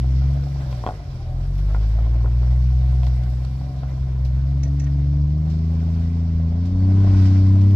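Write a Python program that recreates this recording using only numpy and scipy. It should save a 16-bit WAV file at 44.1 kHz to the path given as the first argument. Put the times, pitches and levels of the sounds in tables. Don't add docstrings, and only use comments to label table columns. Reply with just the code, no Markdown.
import sys
import numpy as np
from scipy import signal
from scipy.fft import rfft, irfft, next_fast_len
from scipy.io import wavfile
from scipy.ndimage import uniform_filter1d

SR = 44100
rng = np.random.default_rng(int(sys.argv[2]) if len(sys.argv) > 2 else 0)


def master(y):
    cut = np.clip(np.atleast_2d(y).T, -1, 1)
    pcm = np.round(cut * 32767)
    wavfile.write(sys.argv[1], SR, pcm.astype(np.int16))


N = 341889
TIME = np.arange(N) / SR


def from_db(db):
    return 10 ** (np.asarray(db) / 20)


def rms_one(x):
    return x / np.sqrt(np.mean(x ** 2) + 1e-20)


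def in_time(rows):
    times, *columns = np.transpose(rows)
    return [np.interp(TIME, times, column) for column in columns]


def at_hz(points, hz):
    freqs, values = np.transpose(points)
    return np.interp(np.log(hz), np.log(freqs), values)


def drift(rate_hz):
    pole = np.exp(-80 * np.pi * rate_hz / SR)
    slow = signal.lfilter([1], [1, -2 * pole, pole ** 2], rng.standard_normal(N // 40 + 2002))[2000:]
    return np.interp(np.arange(N) / 40, np.arange(len(slow)), rms_one(slow))


def bandpass(x, low_hz, high_hz, order=2):
    return signal.sosfilt(signal.butter(order, [low_hz, high_hz], "band", fs=SR, output="sos"), x)


def resonate(x, hz, width_hz):
    r, w = np.exp(-np.pi * width_hz / SR), 2 * np.pi * hz / SR
    return signal.lfilter([(1 - r * r) / 2, 0, (r * r - 1) / 2], [1, -2 * r * np.cos(w), r * r], x)


def phase_lag(hz, centre_hz, q):
    return np.arctan2(hz * centre_hz / q, centre_hz ** 2 - hz ** 2)


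def strike(clicks, hz, t60, contact_cycles=.4):
    contact = np.hanning(round(contact_cycles * SR / hz) + 2)
    r, w = from_db(-60 / (t60 * SR)), 2 * np.pi * hz / SR
    blow = contact / contact.sum() * np.sin(w)
    return signal.lfilter(blow, [1, -2 * r * np.cos(w), r * r], clicks + 1e-18)


def swell(centre_s, width_s):
    return np.exp(-.5 * ((TIME - centre_s) / width_s) ** 2)


def bursts(times, levels_db, decays_s):
    out = np.zeros(N)
    for start, db, decay in zip(times, levels_db, decays_s):
        at = round(start * SR)
        t = TIME[:min(N - at, SR // 5)]
        out[at:at + len(t)] += from_db(db) * np.exp(-t / decay) * np.minimum(t / .0007, 1)
    return out


def stereo_white():
    return rng.standard_normal((2, N))


# (frequency [Hz], likeness [0-1])
PORT_LIKENESS = [(200, 0.97), (500, .9), (800, 1), (1050, 0.1), (1500, 0.3), (1900, 0.1), (2400, 0),
                 (3600, 0.4), (5500, 0.2), (9000, 0)]

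def spread(pair, hz):
    alike = at_hz(PORT_LIKENESS, hz)
    return np.sqrt(1 + alike) * pair[0] + np.sqrt(1 - alike) * pair[1] * [[1], [-1]]


def banded_noise(spectrum, flicker_db, flicker_hz):
    low_hz, high_hz = spectrum[0][0], spectrum[-1][0]
    edges = np.geomspace(low_hz, high_hz, round(3 * np.log2(high_hz / low_hz)) + 1)
    out, together, white = 0, drift(flicker_hz / 2), [stereo_white(), stereo_white()]
    for k, (low, high) in enumerate(zip(edges, edges[1:])):
        hz = np.sqrt(low * high)
        level_db = at_hz(spectrum, hz) + flicker_db * (0.7 * together + drift(flicker_hz))
        out = out + from_db(level_db) * spread(bandpass(white[k % 2], low, high), hz)
    return rms_one(out)


# (time [s], rms level at the crest [dB])
CRICKET_CALLS = [(3.553, -60.5), (6.8, -60)]

def cricket(hz=4480, width_s=.009, gap_s=.044):
    chirps = sum(from_db(db) * swell(s + gap, width_s) for s, db in CRICKET_CALLS for gap in (0, gap_s))
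    return np.sqrt(2) * chirps * np.sin(2 * np.pi * hz * TIME)


# (time [s], level [dB])
RUMBLE_LEVEL = [(0, -40), (1.0, -38.5), (2.5, -37), (4.0, -37), (4.6, -39.5), (5.6, -38), (6.6, -37),
                (7.0, -29), (7.75, -37.5)]
# (frequency [Hz], relative level [dB])
RUMBLE_SPECTRUM = [(20, -26.5), (35, -3), (55, 11.5), (90, -10.5), (150, -1.5), (230, -12), (330, -12.5),
                   (500, -35.5)]

def rumble():
    noise = banded_noise(RUMBLE_SPECTRUM, flicker_db=3, flicker_hz=6.2)
    return from_db(in_time(RUMBLE_LEVEL)[0]) * noise


# (time [s], level [dB], fade [s])
WHEEL_SLIPS = [(3.979, -31, 0.36), (5.153, -25.5, 0.085), (6.03, -35, 0.12), (6.35, -29.5, 0.089),
               (6.77, -33.5, 0.51), (7.399, -38.5, 0.7)]

def chassis_shudder(hz=50.5, width_hz=38, rise_s=.04):
    level = sum(from_db(db) * np.exp(np.where(TIME < s, (TIME - s) / rise_s, (s - TIME) / fade))
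                for s, db, fade in WHEEL_SLIPS)
    lumps = resonate(rng.standard_normal(N), hz, width_hz)
    return level * rms_one(resonate(lumps, hz, width_hz))


# (frequency [Hz], relative level [dB])
BAY_SPECTRUM = [(710, -31), (1200, -0.5), (1560, -3.5), (1780, -5), (1980, -8), (2780, -2), (5210, -3.5),
                (6360, -11), (7510, -22), (8000, -28), (10400, -51.5), (17600, -120)]
# (frequency [Hz], width [Hz], gain [dB])
BAY_MODES = [(1560, 280, 4.5), (2021, 110, 9.5), (2330, 100, 0.5), (3680, 20, 1), (4330, 32, -6),
             (4850, 63, -5.5), (5400, 470, -9), (5740, 46, -1)]

def engine_bay():
    hiss = banded_noise(BAY_SPECTRUM, flicker_db=1, flicker_hz=17)
    rings = sum(from_db(db + 3 * drift(8)) * resonate(hiss, hz, width) for hz, width, db in BAY_MODES)
    return rms_one(hiss + rings)


# (time [s], bay hiss [dB], underbody roar [dB], tyre sizzle [dB])
RUNNING_LEVELS = [(0.0, -52.5, -49, -69), (0.75, -51.5, -44.5, -64), (1.01, -54.5, -48.5, -70),
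                  (1.53, -56.5, -49.5, -68.5), (1.7, -53, -46.5, -66.5), (2.19, -55.5, -46, -70),
                  (2.6, -53.5, -48, -68), (2.9, -53, -50, -69), (3.42, -55.5, -50, -66.5),
                  (3.78, -55.5, -50.5, -71), (4.09, -57.5, -49, -72.5), (4.67, -56, -50, -70.5),
                  (5.2, -57.5, -51, -75.5), (5.74, -54.5, -50, -70), (6.66, -56.5, -49.5, -76.5),
                  (7.1, -49.5, -41.5, -70.5), (7.24, -47.5, -44.5, -69), (7.72, -52.5, -50, -68)]
# (frequency [Hz], relative level [dB])
ROAR_SPECTRUM = [(180, -37.5), (300, -1), (483, -11.5), (566, 3), (724, -11), (883, -16), (1030, -13.5),
                 (1820, -25), (2000, -20.5), (2600, -44.5), (4400, -120)]
# (frequency [Hz], relative level [dB])
SIZZLE_SPECTRUM = [(7000, -6), (8000, -2), (10800, -8), (12800, -13), (16000, -1.5)]

def running_noise(firing_phase, pump_depth=.16):
    hiss_db, roar_db, sizzle_db = in_time(RUNNING_LEVELS)
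    roar = from_db(roar_db) * banded_noise(ROAR_SPECTRUM, flicker_db=2.5, flicker_hz=28)
    hiss = from_db(hiss_db) * engine_bay()
    sizzle = from_db(sizzle_db) * banded_noise(SIZZLE_SPECTRUM, flicker_db=1.5, flicker_hz=12)
    return roar * (1 + pump_depth * np.cos(firing_phase)) + hiss + sizzle


# (time [s], level against the roar [dB])
TRAIL_ROUGHNESS = [(0, -4), (3.9, 1.5), (4.2, 0), (6.6, -1.5), (6.9, 0.5), (7.7, 8.5)]

def ground_shaking():
    _, roar_db, _ = in_time(RUNNING_LEVELS)
    return roar_db + in_time(TRAIL_ROUGHNESS)[0]


# (frequency [Hz], width [Hz], relative level [dB])
PANEL_MODES = [(530, 120, -9.5), (664, 30, -10), (747, 10, -8), (1010, 81, -5)]

def panel_hum(shaking_db):
    level = from_db(shaking_db - 9 + 3 * drift(30))
    return level * sum(from_db(db) * spread(rms_one(resonate(stereo_white(), hz, width)), hz)
                       for hz, width, db in PANEL_MODES)


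# (time [s], relative level [dB], decay [s], sharpness [dB])
GRIT_SNAPS = [(0.71, -44.5, 0.072, 1), (1.551, -40, 0.0056, 7), (1.579, -45.5, 0.029, 6),
              (2.383, -49, 0.012, 6), (3.04, -42, 0.02, 5), (3.066, -42.5, 0.017, 2),
              (3.236, -38, 0.003, -4), (3.299, -47, 0.0087, 9), (3.449, -39, 0.0054, -5),
              (4.249, -41, 0.023, 3), (4.868, -53, 0.012, -1.5), (5.498, -46.5, 0.058, -9),
              (6.653, -46.5, 0.043, -3), (7.217, -44, 0.023, -4), (7.256, -38.5, 0.026, -4.5),
              (7.611, -41, 0.017, 2), (7.707, -42, 0.0079, 2)]

def tyre_crunch():
    times, level_db, decay_s, sharp_db = np.transpose(GRIT_SNAPS)
    grains = stereo_white() * from_db(3 * np.minimum(rng.exponential(1, N), 3))
    dull = rms_one(spread(bandpass(grains, 1800, 6000), hz=4000))
    sharp = rms_one(spread(bandpass(grains, 6000, 14500), hz=9000))
    return (bursts(times, level_db - 6.5, decay_s) * dull
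            + bursts(times, level_db + sharp_db - 20, decay_s) * sharp)


# (time [s], relative level [dB], low modes against high [dB])
LOOSE_TAPS = [(4.632, -41.5, 1), (4.651, -54.5, 6.5), (4.676, -56, 0), (4.797, -42, 2), (4.816, -55.5, 5.5),
              (4.84, -52.5, 3), (4.868, -63.5, 18.5)]
# (frequency [Hz], relative level [dB], t60 [s])
LOOSE_MODES = [(1876, 0, .028), (2207, -5, .022), (2540, -8, .022), (5766, -7, .03), (5940, 0, .033),
               (6205, -2, .03), (6480, -5, .014), (6934, -15, .015), (7340, -16, .015)]

def loose_part(scratch_s=.006, scratch_db=-15):
    times, tap_db, low_db = np.transpose(LOOSE_TAPS)
    scatter_db = rng.normal(0, 1.5, (len(times), len(LOOSE_MODES)))
    white, out = rng.standard_normal(N), np.zeros(N)
    for k, (hz, db, t60) in enumerate(LOOSE_MODES):
        level_db = tap_db + db + low_db * (hz < 3000) + scatter_db[:, k]
        force = bursts(times, level_db + scratch_db, np.full(len(times), scratch_s)) * white
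        force[np.round(times * SR).astype(int)] += from_db(level_db) / 2
        out += strike(force, hz, t60)
    return bandpass(out, 1600, 7700, order=4)


# (time [s], pitch [Hz], relative level [dB], width [s], glide [Hz/s], lower companion tone [dB])
WHINE_SWELLS = [(0.718, 743, -49, 0.13, 40.5, 1), (1.024, 714, -48.5, 0.035, 500, -12),
                (1.099, 752, -66, 0.045, 3, 11), (1.213, 764, -51.5, 0.036, 0, -12),
                (1.328, 745, -46, 0.056, -350, -5), (2.841, 730, -49.5, 0.089, -54, -2.5),
                (2.978, 750, -48, 0.026, 53, -14), (3.041, 720, -47, 0.032, 119, -4),
                (3.266, 741, -48.5, 0.054, -30, -5), (3.703, 733, -49, 0.099, 79.5, -5.5)]

def whine(companion_ratio=.79):
    wander = 2 * np.pi * np.cumsum(9 * drift(14)) / SR
    out = np.zeros(N)
    for s, hz, db, width_s, glide, companion_db in WHINE_SWELLS:
        t = TIME - s
        phase = 2 * np.pi * (hz + glide * t / 2) * t + wander
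        tones = np.sin(phase) + from_db(companion_db) * np.sin(companion_ratio * phase)
        out += from_db(db) * swell(s, width_s) * tones
    return np.sqrt(2) * from_db(2.5 * drift(35) - 2) * out


# (time [s], level [dB])
GROAN_LEVEL = [(6.6, -72), (6.9, -55.5), (7.05, -51), (7.15, -48), (7.25, -43), (7.4, -67), (7.75, -56)]
# (frequency [Hz], width [Hz], relative level [dB])
DRIVELINE_MODES = [(1010, 47, -7), (1070, 37, -1.5), (1280, 70, -2.5), (1490, 58, 2.5), (1920, 57, -1.5),
                   (2280, 90, -7.5)]

def driveline_groan(firing_phase, pump_depth=.58):
    pumped = stereo_white() * (1 + pump_depth * np.cos(firing_phase))
    rings = sum(from_db(db + 2 * drift(12)) * spread(rms_one(resonate(pumped, hz, width)), hz)
                for hz, width, db in DRIVELINE_MODES)
    return from_db(in_time(GROAN_LEVEL)[0]) * rms_one(rings)


# (time [s], relative level [dB], thud [dB], clang [dB], ring [dB], crack [dB])
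UNDERBODY_KNOCKS = [(0.043, -25, 5, -5, 3, -9), (0.22, -26.5, -5, -5, 6.5, -3), (0.467, -24, 0, -15, 0, -9),
                    (0.559, -26, -10, -10, -12, -10), (0.663, -26.5, -8, -8, -4, -10),
                    (0.715, -27, 15, -3, -4, -4), (0.727, -22.5, 1, -1, 3, 12),
                    (0.8386, -16, -21, 5, -4, -10), (0.845, -35, -5, -2, -6, -8),
                    (0.8645, -4, 3, -0.5, -15, -0.5), (0.8737, -10, -5, 3, 4, 1.5),
                    (0.889, -5.5, -5, -13, -14, -5), (0.896, -21.5, -3, -1, 7, -2),
                    (0.908, -16, 3, -4, -18, -6), (0.921, -21, -11, -3, -8, -8), (0.94, -23, 3, -3, -7, -3),
                    (1.747, -20.5, 0, 7, 12.5, -15), (1.764, -21, -2, -3, 1, -9), (1.811, -34, 0, 0, 3, -8),
                    (1.989, -24, -5, -2, 7, -2), (1.996, -28, 3, -8, -5, -4), (2.068, -30, 16, 5, -4, -12),
                    (2.145, -25.5, 0, -10, 2, -8), (2.207, -30, 13.5, -4, 6, -4),
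                    (2.2442, -22, 18, 4.5, 1, -5), (2.259, -25, -4, 3, 11, 0.5),
                    (2.275, -24.5, 10, 1, 4, 2), (3.033, -27, -4, 4.5, 7.5, 18.5),
                    (3.068, -35, 2, 5, -5, 21.5), (3.071, -23, -10, 0, 1.5, -7),
                    (3.235, -39.5, -3, 0, 4, 17), (3.446, -27, -3, -6, 4, -10), (3.613, -24, 3, -10, -2, 1),
                    (3.833, -21.5, -4, -2, 6, 2), (5.707, -30, 6, -1, 1, -10),
                    (5.83, -29, -0.5, -4, 5.5, 0), (7.145, -36.5, 8, 15.5, 19.5, 2.5)]
# (frequency [Hz], relative level [dB], t60 [s])
UNDERBODY_MODES = [(209, -19, 0.044), (304, -12.5, 0.042), (395, -10.5, 0.066), (530, -12, 0.04),
                   (640, -7, 0.055), (747.6, 1, 0.049), (810, -2, 0.045), (930, -3.5, 0.036),
                   (1026.2, 1, 0.027), (1316, -10, 0.031), (1417, -7.5, 0.029), (1590, -12, 0.007),
                   (2200, -14, 0.007), (2620, -12.5, 0.01), (3300, -10, 0.0071), (4000, -15.5, 0.0032),
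                   (5400, -22, 0.0026)]

def underbody_knocks(shaking_db, stones_per_s=120):
    times, knock_db, thud_db, clang_db, ring_db, crack_db = np.transpose(UNDERBODY_KNOCKS)
    at = np.round(times * SR).astype(int)
    scatter_db = rng.normal(0, 1.5, (len(times), len(UNDERBODY_MODES)))
    size_db = 4 * np.minimum(rng.exponential(1, N), 1.5)
    stones = (rng.random(N) < stones_per_s / SR) * from_db(shaking_db + size_db - 18.5)
    out = np.zeros(N)
    for k, (hz, db, t60) in enumerate(UNDERBODY_MODES):
        colour_db = np.select([hz < 550, hz > 2000, hz > 1150, hz > 880],
                              [thud_db, crack_db, ring_db, clang_db])
        force = stones * rng.uniform(0.23, 1, N) * from_db(db)
        force[at] -= from_db(knock_db + db - 14 + colour_db + scatter_db[:, k])
        out += strike(force, hz, t60)
    return out


def bank_slap(hits, lags_s=(.0043, .0071)):
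    return from_db(-19) * np.array([np.roll(hits, round(lag * SR)) for lag in lags_s])


# (time [s], firing rate [Hz], load [dB])
ENGINE_CLIMB = [(0.0, 63.1, -26.5), (0.15, 65.4, -22.5), (0.27, 68.4, -20), (0.51, 69.9, -29),
                (0.74, 64.2, -33), (0.85, 57.16, -36), (1.0, 47.84, -34), (1.1, 44.56, -20.5),
                (1.2, 39.8, -14), (1.36, 42.8, -10.5), (1.67, 49.95, -15.5), (1.94, 54.58, -19.5),
                (2.16, 58.3, -21.5), (2.54, 62.1, -22), (2.88, 64.03, -23), (3.15, 62.57, -24.5),
                (3.3, 61.8, -27.5), (3.67, 67.18, -34), (3.9, 66.1, -31.5), (4.27, 64.3, -26.5),
                (4.5, 68.04, -23), (4.75, 70.07, -22.5), (5.0, 70.4, -21), (5.22, 72.15, -18.5),
                (5.45, 77.14, -16), (5.69, 80.84, -14.5), (5.92, 81.7, -14.5), (6.1, 83.8, -15.5),
                (6.3, 81.8, -14.5), (6.45, 81.87, -13.5), (6.56, 83.5, -15), (6.7, 90.33, -16),
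                (6.84, 93.46, -11.5), (7.0, 97.8, -10.5), (7.1, 96.27, -10), (7.25, 94.8, -8.5),
                (7.48, 95.56, -9), (7.75, 99.28, -10.5)]

def engine(flywheel_s=.08):
    firing_hz, load_db = in_time(ENGINE_CLIMB)
    firing_hz = uniform_filter1d(firing_hz, size=round(flywheel_s * SR))
    firing_phase = 2 * np.pi * np.cumsum(firing_hz + 0.13 * drift(10)) / SR
    return firing_hz, firing_phase, load_db


# (relative level [dB], share of the load's swing followed [0-1])
FIRING_ORDERS = [(0.5, 1.0), (-18.5, .5), (-31, .4), (-47.5, .2), (-52, .2), (-53, .4), (-54, .7),
                 (-52.5, .7), (-54.5, .7), (-53.5, .8), (-57, .8), (-57.5, .8), (-55.5, .8)]
# (time [s], gain [dB])
UPPER_ORDER_LEVEL = [(0, 6.5), (.6, -4), (1.1, 0.5), (2.0, -6), (3.2, -11), (3.7, 2.5), (4.2, -4), (4.7, 7),
                     (5.5, 4), (6.3, 1), (7.0, 8.5), (7.3, 3), (7.7, 6)]
# (frequency [Hz], gain [dB])
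PIPE_RESPONSE = [(40, -21.5), (52, 0.5), (64, 6.5), (78, -6.5), (95, -4), (125, 7), (145, 7), (170, -2.5),
                 (197, -2), (208, -9), (230, -3), (265, 4), (285, 6.5), (320, -2.5), (350, -12), (400, 2),
                 (480, -11.5), (580, -1.5), (680, -13.5), (770, -3.5), (870, -12.5), (1000, -5), (1300, -8)]
# (multiple of the crank rate, relative level [dB])
CRANK_ORDERS = [(1, -48.5), (2, -49.5), (4, -39), (5, -37), (7, -39.5), (8, -44), (10, -51.5), (11, -57.5),
                (13, -59), (14, -66), (16, -62.5), (20, -61)]

def exhaust(firing_hz, firing_phase, load_db):
    upper_db, = in_time(UPPER_ORDER_LEVEL)
    stumble_db = 2.5 * swell(centre_s=1.104, width_s=.09)
    out = np.zeros(N)
    for k, (db, share) in enumerate(FIRING_ORDERS, 1):
        hz = k * firing_hz
        lag = phase_lag(hz, centre_hz=46, q=6) - phase_lag(hz, centre_hz=235, q=4)
        level_db = db + share * load_db + at_hz(PIPE_RESPONSE, hz) + upper_db * (k > 3) - stumble_db
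        uneven_db = (0.3 + 0.11 * k + stumble_db) * drift(15)
        out += from_db(level_db + uneven_db) * np.cos(k * firing_phase - lag)
    crank_phase = firing_phase / 3
    for k, db in CRANK_ORDERS:
        level_db = db + 0.24 * load_db + 3 * drift(4.9)
        out += from_db(level_db) * np.cos(k * crank_phase + rng.uniform(0, 2 * np.pi))
    return np.sqrt(2) * out


def scene():
    firing_hz, firing_phase, load_db = engine()
    shaking_db = ground_shaking()
    hits = underbody_knocks(shaking_db) + loose_part()
    body = rumble() + chassis_shudder() + panel_hum(shaking_db) + running_noise(firing_phase)
    drive = exhaust(firing_hz, firing_phase, load_db) + driveline_groan(firing_phase) + whine()
    return cricket() + body + tyre_crunch() + hits + bank_slap(hits) + drive


# (frequency [Hz], left minus right [dB])
MIC_BALANCE = [(60, .5), (200, 1.08), (520, 1.5), (1060, 2), (1720, -1.5), (2770, -2), (3520, -4.5),
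               (4470, -11.5), (5680, -11), (6400, -8), (7400, 11.5), (8300, 0), (11700, 6), (14800, 6)]
# (frequency [Hz], lag of the right port [ms])
MIC_LAG = [(1000, .1), (1400, .18), (1650, .22), (1850, .46), (2300, .38), (3200, .295), (4500, .27)]

def record(dry, cutoff_hz=15500):
    size = next_fast_len(N + 4096)
    hz = np.maximum(np.arange(size // 2 + 1) * SR / size, 1)
    tilt = from_db(at_hz(MIC_BALANCE, hz) / 2)
    late = np.exp(-2j * np.pi * hz * at_hz(MIC_LAG, hz) / 1000)
    ports = irfft(rfft(dry, size) * np.array([tilt, late / tilt]), size)[:, :N]
    return signal.sosfilt(signal.cheby2(24, 60, cutoff_hz, fs=SR, output="sos"), ports)


dry = scene()
out = record(dry)
master(out)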